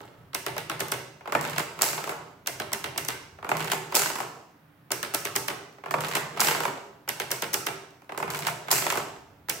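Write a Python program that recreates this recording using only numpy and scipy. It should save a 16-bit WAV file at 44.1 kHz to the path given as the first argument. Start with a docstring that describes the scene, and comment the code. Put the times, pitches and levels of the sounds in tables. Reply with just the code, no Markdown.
"""A hand-cranked adding machine on a workbench, heard from close by in a hard-walled room.
Four times over, three keys snap down and spring back, then a crank pull steps the racks, fires the
print hammers and lets the works run home; one last key goes down at the end.
Contacts are noise bursts rung through steel, levers and case; loose parts add rattle and jingle.
The bench booms, the room rings on, and a steady hum and hiss lies underneath."""
import sys
import numpy as np
from scipy import signal
from scipy.fft import rfft, irfft, next_fast_len
from scipy.io import wavfile

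SR = 44100
rng = np.random.default_rng(int(sys.argv[2]) if len(sys.argv) > 2 else 0)


def file_out(sig):
    """Save sig as 16-bit WAV at sys.argv[1]."""
    # one column per channel
    cols = np.atleast_2d(sig).T
    # limit, then scale
    lim = np.clip(cols, -1, 1)
    pcm = np.round(lim * 32767).astype(np.int16)
    wavfile.write(sys.argv[1], SR, pcm)


N = 423360

# Moments of the model crank cycle that pace every stroke, in seconds: grip, slack, first pawl, racks free,
# racks land, carry, ribbon, bottom stop, hammers, run-back, racks clear, home.
CYCLE_MARKS_S = [-.07, -.02, 0, .05, .08, .145, .185, .305, .545, .63, .697, .805]
# Each stroke at those moments. Each row: time in seconds, force in dB, extra click in dB.
STROKES = [
    [(1.2084, 0, -2), (1.2565, 0, 0), (1.2749, 0, 0), (1.3219, 0.5, -1), (1.3499, 1.5, 1), (1.411, -1, 0),
     (1.4501, -1, -1), (1.5819, -0.5, -1), (1.8197, -1, 2), (1.905, -5, 0), (1.9782, -4, -2),
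     (2.093, -1.5, 0)],
    [(3.3861, -1, -0.5), (3.4267, 0, 0), (3.445, 0.5, 0.5), (3.491, -0.5, 0), (3.5155, 0, -2),
     (3.5685, 0, 0), (3.604, 0, -1), (3.7177, 1, 0), (3.952, 0, 1), (4.037, 2.5, 0), (4.1, -5, 3),
     (4.2025, -2, 0)],
    [(5.7834, -5, 6), (5.8372, 0, 0), (5.8588, -1, -1), (5.9091, -2.5, 2), (5.9395, -2, 0.5),
     (6.0062, 0, -0.5), (6.0464, 0.5, -2), (6.1526, 1, -0.5), (6.4041, 0.5, -1), (6.489, 3.5, 0),
     (6.5478, 1, 0), (6.6521, 2, -1)],
    [(8.0443, -14.5, 21), (8.093, 2.5, -6.5), (8.1205, -2.5, 1), (8.1759, -2.5, 1.5), (8.2262, -5.5, 2.5),
     (8.3025, 0, 0), (8.3465, -1, 3), (8.4688, -1, 0), (8.7139, 0, 0.5), (8.799, -4, 2), (8.8655, 3, 0),
     (8.973, 1, 1.5)],
]
# Pawls, racks, hammers and stops of the model cycle, before force.
# Each row: cycle time in seconds, click in dB, clack in dB, knock in dB.
CYCLE_CONTACTS = [(-.07, -66, -52.5, -40), (-.02, -61, -46.5, -33.5), (0, -44, -40.5, -28),
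                  (.023, -54, -44.5, -35), (.05, -26.5, -30, -22.5), (.08, -32, -28.5, -15),
                  (.124, -43, -34.5, -27.5), (.145, -24.5, -26, -34), (.175, -38, -28, -28.5),
                  (.185, -30, -21, -30), (.208, -32, -32, -38), (.228, -27, -36.5, -34),
                  (.259, -34.5, -26, -34), (.286, -32.5, -26, -34), (.305, -17.5, -17, -23.5),
                  (.319, -37, -29, -23), (.507, -51, -39.5, -48), (.515, -37.5, -29.5, -28.5),
                  (.537, -27.5, -26.5, -24), (.545, -8.5, -24.5, -25), (.556, -19, -20, -21),
                  (.587, -21, -20, -28), (.612, -19.5, -21, -29.5), (.653, -25, -21.5, -27.5),
                  (.697, -31, -22, -24.5), (.755, -27.5, -26.5, -26), (.787, -31, -33.5, -26.5),
                  (.805, -27.5, -27.5, -22), (.832, -41, -36.5, -29.5)]
# Contacts that only one stroke makes. Each row: time in seconds, click in dB, clack in dB, knock in dB.
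STRAY_CONTACTS = [(5.7261, -54.5, -54, -62), (6.4835, -19.5, -15.5, -21.5), (7.9068, -55, -51.5, -62),
                  (8.0192, -57.5, -70, -49), (8.2009, -39, -56.5, -27.5), (8.9018, -19.5, -18, -24.5)]
# A key going down. Each row: slack taken up in seconds, its click in dB, its knock in dB,
# stem bottoming in seconds, its click in dB, its knock in dB.
PRESSES = [(0.3318, -50, -35, .3481, -17.5, -27), (.565, -37, -26, .5799, -24, -26.5),
           (0.7946, -33.5, -31, .8051, -19, -22), (2.4608, -44, -39, 2.4734, -16.5, -27),
           (2.7184, -40.5, -29.5, 2.7323, -16.5, -26.5), (2.9593, -51.5, -30.5, 2.9792, -16.5, -26.5),
           (4.9053, -38.5, -27.5, 4.9188, -14, -26), (5.1376, -26.5, -26.5, 5.1466, -13, -25.5),
           (5.3546, -24.5, -22.5, 5.3625, -12.5, -27.5), (7.0772, -43.5, -30.5, 7.0907, -17, -28.5),
           (7.3055, -32, -29, 7.3163, -14, -25), (7.5337, -20.5, -29.5, 7.542, -12, -23.5),
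           (9.4855, -35, -27, 9.4977, -14, -32)]
# A key springing back. Each row: time in seconds, click in dB, knock in dB.
RELEASES = [(.464, -23, -22.5), (.6972, -24.5, -23.5), (0.9196, -17.5, -22.5), (2.5994, -26.5, -25),
            (2.8414, -26, -26), (3.0856, -18.5, -25), (5.0291, -22, -27.5), (5.2523, -20.5, -27),
            (5.4825, -20.5, -23), (7.1996, -21.5, -25), (7.4226, -20.5, -23), (7.6675, -20, -22)]
# A catch ticking before a key lets go. Each row: time in seconds, click in dB.
CATCHES = [(.8832, -30.5), (3.0493, -27.5)]
# The print hammers fire. Each row: time in seconds, shiver of the type bars in dB.
HAMMERS = [(1.823, -27.5), (3.956, -26), (6.408, -27), (8.718, -23)]
# The works running, before force. Each row: cycle time in seconds, rattle in dB, jingle in dB.
RUNNING = [(-.02, -59, -64), (.05, -41.5, -65), (.11, -45, -60.5), (.18, -38, -48), (.23, -34.5, -52),
           (.36, -47.5, -58), (.57, -32, -46), (.75, -31.5, -46), (1.05, -51.5, -63)]
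# Works and bench coming to rest from an earlier stroke.
# Each row: time in seconds, rattle in dB, jingle in dB, boom in dB.
SETTLING = [(0, -35, -48, -62), (.13, -50, -65, -52), (.3, -60, -74.5, -54)]

# Pawls, racks and type bars. Each row: centre in Hz, width in Hz, relative level in dB.
STEEL_MODES = [(4780, 2440, -2.5), (7730, 1430, 1), (10200, 1520, -3.5), (11760, 1210, -0.5),
               (14250, 3800, -5.5)]
# Key stems and their catches. Each row: centre in Hz, width in Hz, relative level in dB.
STEM_MODES = [(5710, 1780, 0), (8520, 1300, 0.5), (11740, 2260, -1.5), (15400, 1640, -5)]
# Levers and key stems. Each row: centre in Hz, width in Hz, relative level in dB.
LEVER_MODES = [(1496, 187, 1), (2120, 376, 0), (2760, 385, 0.5), (3600, 1870, -7)]
# Case and cover. Each row: centre in Hz, width in Hz, relative level in dB.
CASE_MODES = [(211.4, 32, -9), (311.4, 52, -5), (396.2, 26.4, 2.5), (471.7, 24.6, -1), (577.5, 36, -1.5),
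              (698.5, 44, -2.5), (833, 27.8, -1.5), (901.4, 24.5, -1), (985, 86, -9), (1090, 38, -5),
              (1309, 83, -4.5)]
# Heavily damped frame, heard only when struck. Each row: centre in Hz, width in Hz, relative level in dB.
FRAME_MODES = [(640, 260, -5), (981, 298, 0), (1375, 384, -4), (2350, 630, -11.5)]
# Three lowest bench modes. Each row: centre in Hz, width in Hz, dB (no effect: each is rung alone).
BENCH_MODES = [(93, 30, 0), (126.3, 9.9, 0), (154.5, 12, 8)]
# How knocks shake each bench mode. Each row: level at rest in dB, keys in dB, crank in dB, t60 in seconds.
BENCH_SHAKING = [(-75.5, -36.5, -41, .6), (-67.5, -22.5, -29, .5), (-66, -26, -30, 0.66)]
# Lowest bench mode, a hum that comes and goes. Each row: time in seconds, level in dB.
LOW_HUM = [(0, -64.5), (1.0, -60), (1.25, -71), (2.25, -70), (2.5, -59), (3.45, -59), (3.7, -73),
           (8.95, -74), (9.15, -60.5), (9.6, -60)]
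# Top bench mode loaded by the hand on the crank, before force. Each row: cycle time in seconds, boom in dB.
HAND_STRAIN = [(0, -61), (.09, -42.5), (.3, -44), (.45, -55), (.56, -45), (.85, -56), (1.1, -67.5)]

# Decay of the room. Each row: frequency in Hz, t60 in seconds.
ROOM_T60 = [(150, 0.94), (500, 0.79), (2000, 0.62), (6000, 0.7), (10000, 0.42), (14000, 0.33)]
# Spectrum of room hum and hiss. Each row: frequency in Hz, relative level in dB per Hz.
AIR_SPECTRUM = [(15, -53), (25, -26), (43, -27.5), (134, -9), (256, -11), (293, -2), (344, -18), (373, -15),
                (1480, -16.5), (7310, -41), (16000, -31)]
# Likeness of left and right. Each row: frequency in Hz, correlation from 0 to 1.
PORT_LIKENESS = [(60, 0.85), (150, 1), (400, 0.79), (1500, 0.21), (5000, 0.21), (14000, 0.35)]
# Balance of the two ports. Each row: frequency in Hz, left minus right in dB.
PORT_LEAN = [(100, -1), (350, -4), (700, -0.7), (2000, -2), (5000, -4.5), (9000, -1), (14000, 1.5)]

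TOP_HZ = 15800
# Clack at a reference click, and its growth in dB per dB of click
REFERENCE_CLICK_DB, CLACK_DB_PER_CLICK_DB = -19.5, .3
SLACK_CLACK_DB, PRESS_CLACK_DB, RELEASE_CLACK_DB = -30, -24.5, -23.5
CATCH_DULL_DB = -13  # clack and knock relative to the catch's click
REBOUND_S, REBOUND_DB = .018, (-17, -6.5, -6.5)  # click, clack, knock relative to the first stop


def crank():
    """Heavy steps of the works: bursts ring the steel parts, the levers and the case."""
    rows = crank_contacts()
    click = blows(rows, axis=1, snap_s=0.0097, chatter_s=0.16, chatter_db=-14.5, lead_db=-14.5)
    clack = blows(rows, axis=2, snap_s=0.019, chatter_s=0.14, chatter_db=-8, lead_db=-4.0)
    knock = blows(rows, axis=3, snap_s=0.016, chatter_s=0.17, chatter_db=-10.5, lead_db=-17.5)
    return (amp(2) * ring(click, STEEL_MODES)
            + amp(-2.5) * ring(clack, LEVER_MODES)
            + amp(-1.65) * ring(knock, CASE_MODES))


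def crank_contacts():
    """Rows (s, click, clack, knock dB) of all strokes, with the strays."""
    strokes = [paced(CYCLE_CONTACTS, stroke) for stroke in STROKES]
    for rows, stroke in zip(strokes, np.array(STROKES)):
        rows[:, 1] += np.interp(rows[:, 0], stroke[:, 0], stroke[:, 2])
    return np.vstack(strokes + [STRAY_CONTACTS])


def paced(rows, stroke):
    """Model-cycle rows at the pace and force of one stroke; after home, time runs on evenly."""
    rows = np.array(rows)
    mark_s, force_db, _ = np.transpose(stroke)
    after_home_s = np.maximum(rows[:, 0] - CYCLE_MARKS_S[-1], 0)
    when_s = np.interp(rows[:, 0], CYCLE_MARKS_S, mark_s) + after_home_s
    levels_db = rows[:, 1:] + np.interp(rows[:, :1], CYCLE_MARKS_S, force_db)
    return np.column_stack([when_s, levels_db])


def keys():
    """Light, bright snaps under the finger: bursts ring the stems, the levers and the case."""
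    rows = key_contacts()
    click = blows(rows, axis=1, snap_s=0.0076, chatter_s=0.087, chatter_db=-27.0, lead_db=-5)
    clack = blows(rows, axis=2, snap_s=0.022, chatter_s=0.1, chatter_db=-11.0, lead_db=-20)
    knock = blows(rows, axis=3, snap_s=0.042, chatter_s=0.18, chatter_db=-9.5, lead_db=-41.0)
    return (amp(3) * ring(click, STEM_MODES)
            + amp(2.5) * ring(clack, LEVER_MODES)
            + amp(-2.5) * ring(knock, CASE_MODES))


def key_contacts():
    """Rows (s, click, clack, knock dB): slack, bottoming, spring-back, one rebound each, catches."""
    def clack(base_db, click_db):
        return base_db + CLACK_DB_PER_CLICK_DB * (click_db - REFERENCE_CLICK_DB)

    slack = [(s, click, clack(SLACK_CLACK_DB, click), knock) for s, click, knock, *_ in PRESSES]
    down = [(s, click, clack(PRESS_CLACK_DB, click), knock) for *_, s, click, knock in PRESSES]
    up = [(s, click, clack(RELEASE_CLACK_DB, click), knock) for s, click, knock in RELEASES]
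    rebound = list(np.array(up) + [REBOUND_S, *REBOUND_DB])
    catches = [(s, db, db + CATCH_DULL_DB, db + CATCH_DULL_DB) for s, db in CATCHES]
    return slack + down + up + rebound + catches


def hammers():
    """Struck type bars shiver: dense decaying impacts ring steel and levers."""
    envelope = np.sqrt(dying(HAMMERS, axis=1, t60_s=0.56)[1])
    shiver = shaken(envelope * spikes(rate_hz=1500, spread_db=1.8))
    return ring(shiver, STEEL_MODES) + amp(-6) * ring(shiver, LEVER_MODES)


def running():
    """Racks and gears rattle in the case and springs jingle, as streams of uneven impacts."""
    spans = [SETTLING] + [paced(RUNNING, stroke) for stroke in STROKES]
    rattle_gain = sum(gain(span, axis=1) for span in spans)
    jingle_gain = sum(gain(span, axis=2) for span in spans)
    rattle = shaken(rattle_gain * spikes(rate_hz=500, spread_db=4.5))
    jingle = shaken(jingle_gain * spikes(rate_hz=900, spread_db=4.9))
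    return (amp(-9.5) * ring(rattle, CASE_MODES)
            + amp(-17.0) * ring(rattle, LEVER_MODES)
            + amp(-12) * ring(jingle, STEEL_MODES))


def frame_thuds(rows, t60_s):
    """The damped frame takes each knock as one short dry blow."""
    return ring(shaken(np.sqrt(dying(rows, axis=3, t60_s=t60_s)[1])), FRAME_MODES)


def bench():
    """Each low mode booms on its own, stirred by the knocks and by a slower load."""
    strain = sum(gain(paced(HAND_STRAIN, stroke), axis=1) for stroke in STROKES)
    loads = [gain(LOW_HUM, axis=1), gain(SETTLING, axis=3), strain]
    boom = 0
    for mode, load, (rest_db, keys_db, crank_db, t60_s) in zip(BENCH_MODES, loads, BENCH_SHAKING):
        power = amp(2 * rest_db) + load ** 2
        power = power + amp(2 * keys_db) * dying(key_contacts(), axis=3, t60_s=t60_s)[1]
        power = power + amp(2 * crank_db) * dying(crank_contacts(), axis=3, t60_s=t60_s)[1]
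        noise = np.sqrt(power) * rng.standard_normal((2, N))
        boom = boom + ring(pair(noise), [mode])
    return boom


def room(x):
    """Diffuse tail, each frequency dying at its own speed; parts at other spots excite other echoes."""
    step = SR // 4  # a fresh tail every quarter second
    delay = 200  # samples
    wet = np.zeros((2, N + 2 * SR))
    for start in range(0, N, step):
        hz, t, z = signal.stft(rng.standard_normal((2, 2 * SR // 3)), SR, nperseg=256)
        decay = amp(-60 * t / along(ROOM_T60, hz)[:, None])
        tail = signal.istft(z * decay, SR, nperseg=256)[1][:, :SR]
        tail = tail / np.linalg.norm(tail[0])
        echo = signal.fftconvolve(x[None, start:start + step], tail, axes=1)
        wet[:, start + delay:][:, :echo.shape[1]] += echo
    return pair(wet[:, :N])


def air():
    """Steady hum and hiss of the room: shaped noise."""
    noise = pair(rng.standard_normal((2, N)))
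    return amp(-60.0) * unit(filtered(noise, lambda hz: amp(along(AIR_SPECTRUM, hz))))


def blows(rows, axis, snap_s, chatter_s, chatter_db, lead_db):
    """Each contact: a dying burst, then loose chatter; the hardest ones touch a moment early."""
    power, burst = dying(rows, axis, snap_s)
    hard = [row for row in rows if row[1] > -21]  # by click dB
    early = np.roll(dying(hard, axis, snap_s)[1], -round(0.0027 * SR))
    sound = shaken(np.sqrt(burst + amp(2 * lead_db) * early))
    # into the room, the short burst is a single push of the same energy
    sound[2] = np.sqrt(power * snap_s * SR / (2 * np.log(1000)))
    chatter = np.sqrt(dying(rows, axis, chatter_s)[1]) * spikes(rate_hz=700, spread_db=2.3)
    return sound + amp(chatter_db) * shaken(chatter)


def dying(rows, axis, t60_s):
    """Power at each row's time, and its course: a short rise, then a decay of 60 dB in t60_s."""
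    rows, power = np.array(rows), np.zeros(N)
    np.add.at(power, np.round(rows[:, 0] * SR).astype(int), amp(2 * rows[:, axis]))
    fall = amp(-60 / (t60_s * SR)) ** 2
    rise = fall * np.exp(-1 / (0.028 * t60_s * SR))
    course = signal.lfilter([1], [1, -fall], power) - signal.lfilter([1], [1, -rise], power)
    return power, abs(course)


def shaken(shape):
    """Random-sign noise under an envelope: left, right, and what goes out into the room."""
    noise = shape * rng.choice([-1, 1], (3, N))
    return np.vstack([pair(noise[:2]), noise[2:]])


def spikes(rate_hz, spread_db):
    """Dense uneven impacts of loose parts at random times, rms 1."""
    size = amp(spread_db * rng.standard_normal(N))
    hits = size * (rng.random(N) < rate_hz / SR)
    return unit(signal.lfilter([1], [1, -.93], hits))


def ring(x, modes):
    """x through resonances of alternating sign, scaled so that white noise keeps its rms."""
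    def response(f):
        h = 0
        for k, (centre, width, db) in enumerate(modes):
            damping = 1j * f * width
            h = h + (-1) ** k * amp(db) * damping / (centre * centre - f * f + damping)
        return h / np.sqrt(np.mean(abs(h) ** 2))
    return filtered(x, response)


def pair(both):
    """Two unrelated signals turned into left and right, partly shared by the microphone ports."""
    def mid_side(hz):
        turn = np.arccos(np.clip(along(PORT_LIKENESS, hz), -1, 1)) / 2
        return np.array([np.cos(turn), np.sin(turn)])
    mid, side = filtered(both, mid_side)
    return np.array([mid + side, mid - side])


def filtered(x, response):
    """x times a complex response of frequency, zero-padded against wrap-around."""
    m = next_fast_len(N + SR // 5, True)
    return irfft(rfft(x, m) * response(np.fft.rfftfreq(m, 1 / SR)), m)[..., :N]


def gain(rows, axis):
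    """Gain per sample from one dB column; at -150 dB outside the table."""
    rows = np.array(rows)
    return amp(np.interp(np.arange(N) / SR, rows[:, 0], rows[:, axis], -150, -150))


def along(points, hz):
    """(Hz, value) points interpolated on a log axis."""
    f, v = np.transpose(points)
    return np.interp(np.log(hz + 1), np.log(f + 1), v)


def unit(x):
    """Scaled to rms 1."""
    return x / np.sqrt(np.mean(x ** 2) + 1e-20)


def amp(db):
    """dB to gain."""
    return 10 ** (np.asarray(db) / 20)


def scene():
    """The machine, its room, the bench and the air."""
    machine = crank() + keys() + hammers() + running()
    machine = machine + amp(3.5) * frame_thuds(crank_contacts(), t60_s=0.032)
    machine = machine + amp(0.2) * frame_thuds(key_contacts(), t60_s=0.023)
    return machine[:2] + amp(-5.5) * room(machine[2]) + bench() + air()


def record(dry):
    """The two microphone ports are shaded unequally; nothing is kept from TOP_HZ up."""
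    def ports(hz):
        return amp(np.outer([.5, -.5], along(PORT_LEAN, hz))) * (hz < TOP_HZ)
    return filtered(dry, ports)


dry = scene()
out = record(dry)
file_out(out)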